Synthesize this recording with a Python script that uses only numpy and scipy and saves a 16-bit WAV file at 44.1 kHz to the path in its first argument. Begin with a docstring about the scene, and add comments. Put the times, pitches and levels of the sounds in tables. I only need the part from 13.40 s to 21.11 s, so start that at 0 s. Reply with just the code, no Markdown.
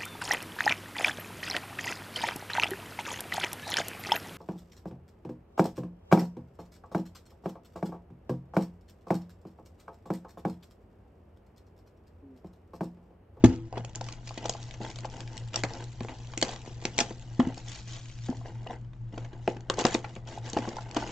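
"""Unwrapping a small cardboard box

Hands tear thin plastic wrap off a small cardboard box above a table, crumple it and open the flaps.
Film and card snap and crinkle: short noise bursts and thousands of tiny clicks, coloured by filters.
Fingers knock and brush the hollow box, and things land on the table: rough pushes and taps ring fading tones.
Mains hum and a wavering motor tone beat under the low rumble and faint hiss of the quiet room."""
import sys
import numpy as np
from scipy import signal
from scipy.fft import rfft, irfft
from scipy.io import wavfile
from scipy.ndimage import uniform_filter1d, map_coordinates

SR = 44100
rng = np.random.default_rng(int(sys.argv[2]) if len(sys.argv) > 2 else 0)


def persist_wave(psi):
    """Save psi, clipped to +-1, as 16-bit WAV."""
    counts = np.round(np.clip(psi, -1, 1) * 32767).astype(np.int16)
    wavfile.write(sys.argv[1], SR, np.atleast_2d(counts).T)


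N = 340204  # length in samples


def gain_of(db):
    """Turns decibels into a gain."""
    return 10 ** (np.asarray(db) / 20)


def evened(x):
    """Scales a sound to an average (rms) strength of 1."""
    return x / np.sqrt(np.mean(x ** 2) + 1e-20)


def read(points, hz):
    """Reads a table of values by frequency, on a log-frequency axis."""
    f, value = np.transpose(points)
    return np.interp(np.log(hz + 1), np.log(f + 1), value)


def curve(rows, axis):
    """Draws one column of a timed table as a curve over all samples."""
    rows = np.array(rows)
    return np.interp(np.arange(N) / SR, rows[:, 0], rows[:, axis])


def add(mix, s, sound):
    """Mixes a sound in at a time in seconds."""
    part = mix[round(s * SR):][:len(sound)]
    part += sound[:len(part)]


def high_pass(x, hz, order=2):
    """Removes what lies below a frequency."""
    return signal.lfilter(*signal.butter(order, hz, "high", fs=SR), x)


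def causal(db):
    """Makes a filter that answers at once (minimum phase) from dB gains on 1025 frequencies."""
    both_halves = np.r_[db, db[-2:0:-1]]
    log_gain = np.log(gain_of(np.maximum(both_halves, -100)))
    return np.fft.ifft(np.exp(np.conj(signal.hilbert(log_gain)))).real[:512]


def ring(modes, extra_db, sides=1, size=16000):
    """Sums the fading tones (modes) of a struck body; sides of +1 or -1 start each outward or inward."""
    t = np.arange(size) / SR
    hz, level_db, t60 = np.array(modes).T[:, :, None]
    fading = gain_of(level_db + extra_db[:, None] - 60 * t / t60)
    return np.dot(sides * np.ones(len(modes)), fading * np.sin(2 * np.pi * hz * t))


def sparse(per_s, spread_db):
    """Scatters random clicks of either sign, a few of them large."""
    size = gain_of(spread_db * np.minimum(rng.exponential(1, N), 4))
    size = size * rng.choice([-1., 1.], N)
    return size * (rng.random(N) < per_s / SR)


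def drift(size):
    """Slow random wandering: noise smoothed twice over a number of samples."""
    smooth = uniform_filter1d(rng.standard_normal(N), size=size)
    return evened(uniform_filter1d(smooth, size=size))


def alike(first, other, hz):
    """Makes a second side that shares part of the first, by frequency as in the room air."""
    same = read(SAME, hz)[:, None]
    return np.array([first, same * first + np.sqrt(1 - same ** 2) * other])


# Steady hum tones. Each row: pitch in Hz, rms level in dB.
HUM_TONES = [(120.04, -45.5), (330, -67)]
MOTOR_HZ, MOTOR_WIDTH_HZ, MOTOR_DB = 114.9, 1.3, -47  # centre, width of the fuzz, rms level


def hum():
    """Steady hum tones and a fuzzy motor tone close below the lowest, so the two beat unevenly."""
    t = np.arange(N) / SR
    mains = sum(gain_of(db) * np.sin(2 * np.pi * hz * t) for hz, db in HUM_TONES)
    r = np.exp(-np.pi * MOTOR_WIDTH_HZ / SR)
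    noise = rng.standard_normal(N) + 1j * rng.standard_normal(N)
    waver = signal.lfilter([1 - r], [1, -r], noise)
    motor = evened((waver * np.exp(2j * np.pi * MOTOR_HZ * t)).real)
    return np.sqrt(2) * mains + gain_of(MOTOR_DB) * motor


# Colour of the room air. Each row: frequency in Hz, relative level in dB per Hz.
AIR = [(12, -34.5), (25, 10), (60, -2.5), (105, -5), (160, -7.5), (230, -12.5), (300, -18), (400, -27.5),
       (1360, -32.5), (2300, -39.5), (6900, -54.5), (8400, -61), (9500, -104)]
AIR_DB = -49  # overall rms level
# Likeness of left and right. Each row: frequency in Hz, likeness from 0 (unrelated) to 1 (equal).
SAME = [(60, 1), (800, 0.89), (1500, 0.38), (4000, 0.2), (8000, 0.62)]


def air():
    """Low rumble and faint hiss of the room: noise shaped by frequency, partly shared by both sides."""
    frames, hz = N // 512 + 5, np.fft.rfftfreq(2048, 1 / SR)
    a, b, c, d = rng.standard_normal((frames, 1025, 4)).T
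    spectra = alike(a + 1j * b, c + 1j * d, hz) * gain_of(read(AIR, hz))[:, None]
    noise = signal.istft(spectra, nperseg=2048, noverlap=1536)[1][:, :N]
    return gain_of(AIR_DB) * evened(noise)


# How fast the room dies away. Each row: frequency in Hz, time to fall 60 dB in seconds.
ROOM = [(200, 0.29), (1000, 0.2), (4000, 0.074), (8000, 0.12)]


def room(x):
    """Sparse reflections of random sign, the bass shared by both sides, each band dying at its own speed."""
    taps = np.zeros((2, SR // 2))
    slots = np.arange(60, SR // 2 - 20, 20)
    at = slots + rng.integers(0, 20, (2, len(slots)))
    np.put_along_axis(taps, at, rng.choice([-1., 1.], at.shape), 1)
    hz, t, z = signal.stft(taps, SR, nperseg=256)
    fading = gain_of(-60 * t / read(ROOM, hz)[:, None])
    tail = signal.istft(alike(z[0], z[1], hz) * fading, SR, nperseg=256)[1]
    return signal.fftconvolve(x[None], tail / np.linalg.norm(tail[0]), axes=1)[:, :N]


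def nearby(x, size=1024):
    """Moving hands and box throw the treble back within milliseconds, differently at each side and moment."""
    treble = high_pass(x, 1150., order=4)
    out, fade = np.zeros((2, N + 2 * size)), signal.windows.hann(size, sym=False)
    for start in range(0, N - size // 2, size // 2):  # overlapping moments
        taps = np.zeros((2, 256))
        np.put_along_axis(taps, rng.integers(10, 256, (2, 10)), rng.choice([-1., 1.], (2, 10)), 1)
        taps *= np.exp(-np.arange(256) / 60.0)
        taps /= np.linalg.norm(taps, axis=1)[:, None]
        part = treble[start:start + size]
        echo = signal.fftconvolve((part * fade[:len(part)])[None], taps, axes=1)
        out[:, start:start + echo.shape[1]] += echo
    return out[:, :N]


# Pulls, squeezes and slides of the hands.
# Each row: start in seconds, length in seconds, crinkle level in dB, level of the box walls in dB.
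STROKES = [(0.075, 0.062, -55, -49.5), (0.359, 0.026, -64.5, -45.5), (0.473, 0.03, -70, -56),
           (0.565, 0.0077, -63, -51.5), (0.636, 0.1, -59, -55), (0.863, 0.14, -58, -69),
           (1.015, 0.051, -55.5, -44), (1.097, 0.22, -56, -55), (1.418, 0.089, -53.5, -45),
           (1.625, 0.034, -66, -50), (1.726, 0.097, -59.5, -48.5), (1.89, 0.15, -63, -52.5),
           (2.146, 0.045, -51, -45.5), (2.29, 0.13, -55.5, -44), (2.614, 0.029, -65, -51),
           (2.694, 0.021, -57, -43.5), (3.021, 0.11, -49, -44), (3.264, 0.017, -58, -54.5),
           (3.426, 0.12, -58, -50.5), (3.591, 0.011, -41.5, -35), (3.654, 0.063, -56, -53),
           (4.011, 0.092, -68, -42), (4.175, 0.011, -54.5, -51), (4.275, 0.12, -51.5, -55.5),
           (4.486, 0.091, -51.5, -56), (4.633, 0.052, -64, -66), (4.845, 0.015, -56.5, -62),
           (4.888, 0.055, -74, -49.5), (5.059, 0.018, -64, -48), (5.3, 0.02, -65.5, -44.5),
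           (5.738, 0.12, -67, -52), (6.033, 0.035, -65.5, -77), (6.086, 0.012, -56, -45.5),
           (6.314, 0.026, -66, -41.5), (6.393, 0.0099, -39.5, -32), (6.449, 0.041, -43, -38),
           (6.524, 0.017, -43, -39), (6.637, 0.13, -62, -55), (6.884, 0.078, -55, -46),
           (7.051, 0.041, -50.5, -48.5), (7.153, 0.17, -54.5, -43), (7.368, 0.059, -59, -62),
           (7.565, 0.25, -50, -40.5)]
# Faint rustle between the strokes.
# Each row: time in seconds, crinkle level in dB, level of the box walls in dB.
REST = [(0, -69, -53), (.3, -73.5, -65.5), (.9, -69, -58.5), (2.5, -65.5, -62), (2.9, -62, -56.5),
        (3.9, -64.5, -59.5), (4.8, -61, -72.5), (5.3, -73, -51.5), (5.5, -87.5, -78), (5.95, -74.5, -58),
        (6.8, -87, -64), (7.71, -62.5, -45)]
RISE_DB_PER_S, SAG_DB_PER_S, FALL_DB_PER_S = 610, 17, 259.5  # before, during and after a stroke


def handling(axis):
    """Level gain from the hands: each stroke rises, sags while held and falls, over the faint rustle."""
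    t = np.arange(N // 64 + 2) * 64 / SR  # every 64 samples is fine enough
    rows = np.array(STROKES)
    since, length = t - rows[:, :1], rows[:, 1:2]
    db = rows[:, axis + 1, None] + RISE_DB_PER_S * np.minimum(since, 0)
    db = db - SAG_DB_PER_S * np.clip(since, 0, length)
    db = db - FALL_DB_PER_S * np.maximum(since - length, 0)
    power = np.interp(np.arange(N) / SR, t, (gain_of(db) ** 2).sum(0))
    return np.sqrt(power + gain_of(curve(REST, axis=axis)) ** 2)


# Tones of the hollow box. Each row: pitch in Hz, relative level in dB, time to fall 60 dB in seconds.
BOX = [(199.6, -5, 0.08), (245.5, 7.5, 0.025), (330.7, 0.5, 0.043), (403.4, -6.5, 0.075), (472, 1, 0.024),
       (517.2, -9.5, 0.083), (692, 2.5, 0.024), (782, 1.5, 0.036), (880, -5.5, 0.024), (880, -6, 0.048),
       (1007, -3.5, 0.034), (1230, -9.5, 0.011), (1540, -5, 0.014), (1950, -3.5, 0.0068),
       (2880, -10, 0.016)]


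def walls():
    """Fingers sliding and film tugging tap the box walls many times a second."""
    out = np.zeros(N)
    tilt_db = 1.1 * np.log2(np.array(BOX)[:, 0] / 500)
    for spot, sides in rng.standard_normal((5, 2, len(BOX))):  # each spot on the walls favours other modes
        body = ring(BOX, tilt_db + 4.6 * spot, np.sign(sides), size=5000)
        out += signal.oaconvolve(sparse(per_s=290.0, spread_db=5.5), evened(body))[:N]
    return handling(axis=2) * evened(high_pass(out, 200.))


SETTLE_DB_PER_S = 895  # extra fade, by at most 16 dB, once the object rests and damps the ring


def blows(rows, modes, below, scatter_db, grit, even, scattered):
    """A short rough contact rings the modes near its centre most; where it lands varies each mode."""
    out, t = np.zeros(N), np.arange(1500) / SR
    mode_hz = np.array(modes)[:, :1]
    draws = rng.standard_normal((len(rows), len(t) + len(modes)))
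    for (s, db, centre_hz, ms, *rest), draw in zip(rows, draws):
        width = rest[0] if rest else 0.62 * (736.0 / centre_hz) ** 0.45  # high taps ring few modes
        apart = np.log(mode_hz[:, 0] / centre_hz)
        near_db = -12.0 * (apart / np.where(apart < 0, below * width, width)) ** 2
        u = t * 1000 / max(ms, .2)
        push = u * np.exp(-2.5 * u) * (1 + grit * draw[:len(t)])
        reach = abs(np.exp(-2j * np.pi * mode_hz * t) @ push)  # how hard the contact drives each mode
        # even lessens how much the contact's own chance colours the ring
        near_db = np.maximum(near_db, -30.) - even * 20 * np.log10(reach / reach.max() + 0.011)
        sides = np.sign(draw[-len(modes) - 100:-100]) if scattered else 1
        body = ring(modes, near_db + scatter_db * draw[len(t):], sides)
        sound = signal.fftconvolve(push, body)
        sound = high_pass(sound, centre_hz * 0.37)  # a small body radiates no deep bass
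        if rest:
            late = np.maximum(np.arange(len(sound)) / SR - rest[1] / 1000, 0)
            sound = sound * gain_of(np.maximum(-SETTLE_DB_PER_S * late, -16.))
        add(out, s, gain_of(db) * sound / abs(sound).max())
    return out


# Things set down on the table, first a tool, then the box.
# Each row: start in seconds, peak level in dB before the room and microphones,
# centre of the excited modes in Hz, time scale of the contact in ms,
# spread of the excited modes in log frequency, time in ms after which the ring is damped.
LANDINGS = [(.039, 1, 299, 0.9, 0.53, 240), (.046, -8.5, 106.5, 0.57, 0.65, 45.),
            (3.994, -10, 252, 0.83, 0.24, 34.), (4.070, -18.5, 254, 2.7, 0.31, 29),
            (4.892, -19.5, 255, 1.3, 0.27, 30)]
# Tones of the table top. Each row: pitch in Hz, relative level in dB, time to fall 60 dB in seconds.
TABLE = [(81, -9, 0.16), (119, -1.5, 0.16), (252.3, 0, 0.22), (266.2, 1.5, 0.2), (312, -6.5, 0.18),
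         (331, 9.5, 0.055), (333, -15, 0.85), (380, 2.5, 0.051), (494, -13.5, 0.51), (770, -3, .05),
         (960, 10.5, 0.045), (1265, -7.5, 0.44), (1757, 4.5, 0.076)]


def landings():
    """Objects set down ring the table top, then damp it as they rest."""
    return blows(LANDINGS, TABLE, below=0.84, scatter_db=1.2, grit=0.8, even=1.0, scattered=False)


# Knocks on the box. Each row: start in seconds, peak level in dB before the room and microphones,
# centre of the excited modes in Hz, time scale of the contact in ms.
KNOCKS = [(0.043, -16.5, 910, 6.5), (0.326, -27.5, 760, 1.35), (0.336, -35, 750, 4),
          (0.371, -22.5, 640, 4.1), (0.396, -31.5, 420, 3.6), (0.445, -33, 630, 3), (0.608, -27, 664, 3.5),
          (0.908, -29.5, 850, 1.7), (0.976, -29, 396, 0.33), (1.042, -35, 790, 2.4),
          (1.054, -24, 590, 1.86), (1.094, -22.5, 640, 2.9), (1.149, -31, 850, 1.4),
          (1.403, -29.5, 443, 10), (1.445, -35, 820, 5.8), (1.647, -28, 750, 2.5), (2.162, -29.5, 706, 0.7),
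          (2.238, -22, 526, 3.4), (2.247, -28, 620, 5.8), (2.343, -36, 810, 2.27), (2.608, -25.5, 386, 2.2),
          (2.648, -28, 484, 1.5), (2.973, -29, 411, 1.6), (3.024, -18.5, 375, 5.2),
          (3.088, -28.5, 860, 4.1), (3.245, -43, 780, 1.3), (3.275, -33, 464, 1.7), (3.45, -21, 463, 1.8),
          (3.587, -25.5, 433, 1.5), (3.61, -21, 453, 1.5), (3.706, -29.5, 455, 6.1), (3.999, -16, 745, 3.1),
          (4.016, -34, 780, 2.4), (4.885, -29, 620, 2.4), (4.926, -31.5, 760, 1.8),
          (5.011, -41.5, 835, 3.4), (5.056, -33.5, 640, 2.6), (5.057, -42, 2010, 3.5),
          (5.335, -44.5, 1850, 10.2), (5.264, -31.5, 710, 5), (5.271, -36, 2910, 1.7),
          (5.306, -31, 706, 1.3), (5.735, -34, 306, 1.4), (5.776, -27.5, 543, 2.6), (5.929, -37, 451, 6.2),
          (6.0765, -12, 516, 2.05), (6.164, -32, 497, 3.6), (6.299, -15.5, 516, 4.9),
          (6.383, -19, 516, 4.2), (6.41, -25.5, 480, 2.3), (6.449, -10.5, 570, 5.2), (6.545, -16, 400, 5.3),
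          (6.644, -35, 690, 2.5), (6.762, -35, 443, 10.5), (6.974, -28.5, 855, 6.6), (7.131, -29, 428, 4.8),
          (7.166, -14.5, 635, 4.8), (7.187, -23, 240, 4.1), (7.251, -30, 980, 2.7), (7.274, -25, 463, 11),
          (7.368, -27.5, 935, 1.5), (7.382, -28.5, 1020, 4.9), (7.547, -36, 950, 2.8),
          (7.565, -16.5, 400, 8.4), (7.624, -24, 850, 4.2)]


def knocks():
    """Fingers knock the hollow box, and its walls ring outward or inward by chance."""
    return blows(KNOCKS, BOX, below=1.11, scatter_db=2.0, grit=3.23, even=0.88, scattered=True)


# Colour of the film. Each row: frequency in Hz, relative level in dB.
FILM = [(200, -23.5), (600, -5), (1200, -8.5), (2000, -6), (3000, -4), (4500, -5), (6000, -5), (7200, -6),
        (8000, -19), (8600, -21)]
# What rustles, film or card. Each row: time in seconds, share of card from 0 to 1.
CARD_SHARE = [(0, 0.77), (.5, 0), (4.85, 0), (5.0, 0), (6.2, 0.4), (6.35, 0.4), (6.6, 0.76), (7.0, 0.3),
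              (7.08, 1), (7.71, 0.9)]


def crinkle():
    """Tiny buckles, clumped, each with its own colour; card lacks the high ones."""
    hz, out, card = np.fft.rfftfreq(2048, 1 / SR), np.zeros(N), curve(CARD_SHARE, axis=1)
    for centre_hz in np.geomspace(1100, 7500, num=8):
        bump = np.exp(-(np.log((hz + 1) / centre_hz) / 0.22) ** 2)
        colour = read(FILM, hz) + 12.0 * bump
        flurry_db = 0.63 * drift(400) * 1  # busy and quiet moments of this colour
        card_db = -8.2 * card * np.log2(centre_hz / 2500)
        grains = sparse(per_s=480.0, spread_db=3.5) * gain_of(flurry_db + card_db)
        out += signal.oaconvolve(grains, causal(colour))[:N]
    clumps = gain_of(1.3 * drift(150))
    return handling(axis=1) * evened(out * clumps)


def clicky(ms):
    """Swell and quick die-away of one snap, over 1200 samples; strongest at 0.56 of its time scale."""
    u = np.arange(1200) / SR * 1000 / max(ms, .3)
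    return u * np.exp(-1.8 * u)


TICKS_PER_S, TICKS_DB, TICK_MS = 120., -2, 0.3  # rate, level against the crinkle, time scale


def ticks():
    """Small sharp snaps across the whole band, as strong as the hands are busy."""
    out, colour = np.zeros(N), causal(read(FILM, np.fft.rfftfreq(2048, 1 / SR)))
    swell = clicky(TICK_MS)[:300]
    for burst in rng.standard_normal((6, len(swell))) * swell:  # six different snap shapes
        clicks = sparse(per_s=TICKS_PER_S / 6, spread_db=4.0)
        out += signal.oaconvolve(clicks, np.convolve(burst, colour))[:N]
    return gain_of(TICKS_DB) * handling(axis=1) * evened(out)


# Loud snaps of film and card edges.
# Each row: start in seconds, short-time peak level in dB before the room and microphones,
# brightness (plus lifts the treble, minus the lows; scaled below), time scale in ms (0.3 at least).
SNAPS = [(0.0394, -26, -1, 5.5), (0.056, -33.5, -3.5, 4.6), (0.3263, -46.5, -14, 0.84),
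         (0.3761, -39.5, -18, 3.2), (0.448, -36.5, 4, 1.02), (0.494, -52, 5, 1.5), (0.5505, -38, -5, 1.1),
         (0.557, -28, 31, 0.64), (0.6105, -35, 2, 1.4), (0.642, -40.5, 7, 0.84), (0.6652, -42.5, -4, 0.56),
         (0.686, -38, -7, 2.7), (0.724, -36.5, 10.5, 1.3), (0.8735, -39, -4, 1.1), (0.891, -40.5, -5, 1.8),
         (0.9416, -45.5, 9, 0.87), (0.9751, -37.5, -9, 5.5), (1.027, -48, -4, 1.4), (1.042, -41, -5, 1.3),
         (1.0551, -34.5, -0.5, 4.5), (1.095, -20.5, 8.5, 0.84), (1.125, -42, 4.5, 1),
         (1.137, -37.5, 8, 0.66), (1.2287, -40.5, 7, 0.74), (1.31, -38, -3, 0.43),
         (1.338, -44.5, -9.5, 5.2), (1.448, -39.5, -13, 2.3), (1.5, -41.5, 3, 1.9),
         (1.513, -44.5, -4, 0.88), (1.558, -40, -6, 1.7), (1.587, -36, -2, 0.74), (1.606, -44, 3, 0.89),
         (1.646, -38, -17, 0.73), (1.652, -42, 2, 4.2), (1.7, -46.5, 10, 0.96), (1.7186, -50, -5, 0.9),
         (1.745, -54, 23, 0.9), (1.7672, -43, 3, 0.79), (1.8052, -34.5, 2, 0.9), (1.876, -43.5, -11, 0.86),
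         (1.969, -39, 5, 0.84), (1.9775, -33.5, 9, 0.81), (2.133, -40, -8, 0.98), (2.1412, -29.5, -11, 2.4),
         (2.1583, -21.5, 9.5, 1.8), (2.1908, -42, 0, 2.2), (2.2364, -17, -9, 0.2),
         (2.2417, -34.5, -14.5, 4.2), (2.249, -41.5, 1, 2.2), (2.305, -50, 3, 1.2), (2.336, -35, -4, 0.52),
         (2.408, -51, 7, 0.93), (2.441, -38.5, 6.5, 0.43), (2.6055, -36.5, -20, 1.6),
         (2.685, -35, -36, 1.1), (2.936, -37, -24, 0.99), (2.976, -25, 7.5, 1.3), (3.0143, -25, 4.5, 0.98),
         (3.0251, -17, 0.5, 2.7), (3.113, -40, 11, 0.96), (3.123, -41.5, -14.5, 0.8),
         (3.1324, -38.5, -25, 1.9), (3.161, -37.5, -11.5, 1.3), (3.4529, -18.5, 2.5, 0.35),
         (3.5808, -21.5, 7, 0.64), (3.5883, -13, -8.5, 0.91), (3.602, -18, 3, 4.5),
         (3.997, -38.5, -3.5, 2.2), (4.0008, -34.5, -24, 4.4), (4.072, -48.5, -11, 3),
         (4.178, -43.5, -3, 1.5), (4.2835, -40.5, 17, 1.3), (4.523, -43.5, 9, 1.2),
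         (4.699, -48, -8.5, 0.95), (5.308, -44, -12.5, 1.6), (5.446, -59.5, -24, 2.1),
         (5.5323, -54, -24, 2.7), (5.7787, -38.5, -23, 1.5), (5.8467, -43, -21, 3.3), (5.93, -52, -21, 5.7),
         (6.0767, -27, -19, 0.58), (6.167, -44, -20, 2.2), (6.207, -47.5, 3, 0.71),
         (6.2991, -18.5, 3, 0.83), (6.3395, -38.5, 4.5, 1.6), (6.3898, -25, 10, 1.4),
         (6.4092, -32, 3.5, 3.6), (6.4516, -13.5, -9, 1.04), (6.5432, -25, 11.5, 1.5),
         (6.5482, -24, -14.5, 0.83), (6.6426, -34, -38, 4.9), (6.7611, -39.5, -28, 3.5),
         (7.0986, -35, 25, 2.2), (7.132, -29.5, 6, 0.84), (7.1721, -32, -8, 1.4), (7.1858, -34.5, -10, 1.5),
         (7.2886, -38, 3, 2), (7.367, -39.5, 1.5, 0.79), (7.5115, -40, -5, 1.4), (7.5452, -39.5, 3, 2.1),
         (7.5638, -30.5, -12.5, 5.3)]


def snaps():
    """Each snap is a short burst of sharp clicks that swell and die fast, in the film's colour."""
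    hz, out = np.fft.rfftfreq(2048, 1 / SR), np.zeros(N)
    draws = rng.standard_normal((len(SNAPS), 2, 1200))
    for (s, db, brightness, ms), (noise, slips) in zip(SNAPS, draws):
        burst = noise * gain_of(1.1 * slips) * clicky(ms)  # uneven slips
        slope_db = brightness * 0.64 * np.tanh(np.log((hz + 1) / 4300) / 0.94)
        # each crease favours its own bands
        slope_db += 1.9 * np.sin(hz / 300.0 + 2 * np.pi * noise[0])
        sound = signal.fftconvolve(burst, causal(read(FILM, hz) + slope_db))
        power = uniform_filter1d(sound ** 2, size=40).max()
        add(out, s, gain_of(db) * sound / np.sqrt(power))
    return out


# The hands move across the view.
# Each row: time in seconds, ms by which their sound reaches the left microphone later.
LEFT_LATE = [(0, 0.066), (1.6, -0.00055), (3.6, 0.039), (4.7, -0.028), (6.2, 0.0069)]


def scene():
    """Near sources reach the two sides a moment apart; close reflections and the room follow."""
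    film = crinkle() + ticks() + snaps()
    body = knocks() + landings() + walls()
    near = film + body
    left = map_coordinates(near, [np.arange(N) - curve(LEFT_LATE, axis=1) * SR / 1000], order=3)
    direct = np.array([left, near]) + gain_of(-0.5) * nearby(near)
    reflected = room(gain_of(-6.5) * film + gain_of(-12.5) * body)
    return direct + reflected + hum() + air()


# Level difference of the microphones. Each row: frequency in Hz, left minus right in dB.
LEFT_DB = [(30, 5.5), (100, 1.4), (300, 1.5), (1000, 1.1), (2500, 0.5), (6000, 1.5)]
# Phase difference of the microphones. Each row: frequency in Hz, radians the left one lags.
LEFT_LAG = [(45, .42), (115, .19), (300, .12), (1000, 0)]
EDGE_HZ = 8586  # upper band limit


def record(dry):
    """Two slightly unlike microphones, soft overload that rounds the loudest peaks, then the band limit."""
    hz = np.fft.rfftfreq(N, 1 / SR)
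    lean = gain_of(read(LEFT_DB, hz) / 2) * np.exp(-.5j * read(LEFT_LAG, hz))  # half to each side
    tilted = irfft(rfft(dry) * [lean, 1 / lean], N)
    rounded = 1.5 * np.tanh(tilted / 1.5)
    low_pass = signal.firwin(255, EDGE_HZ, window=("kaiser", 7), fs=SR)
    return signal.oaconvolve(rounded, low_pass[None], "same")


dry = scene()
out = record(dry)
persist_wave(out)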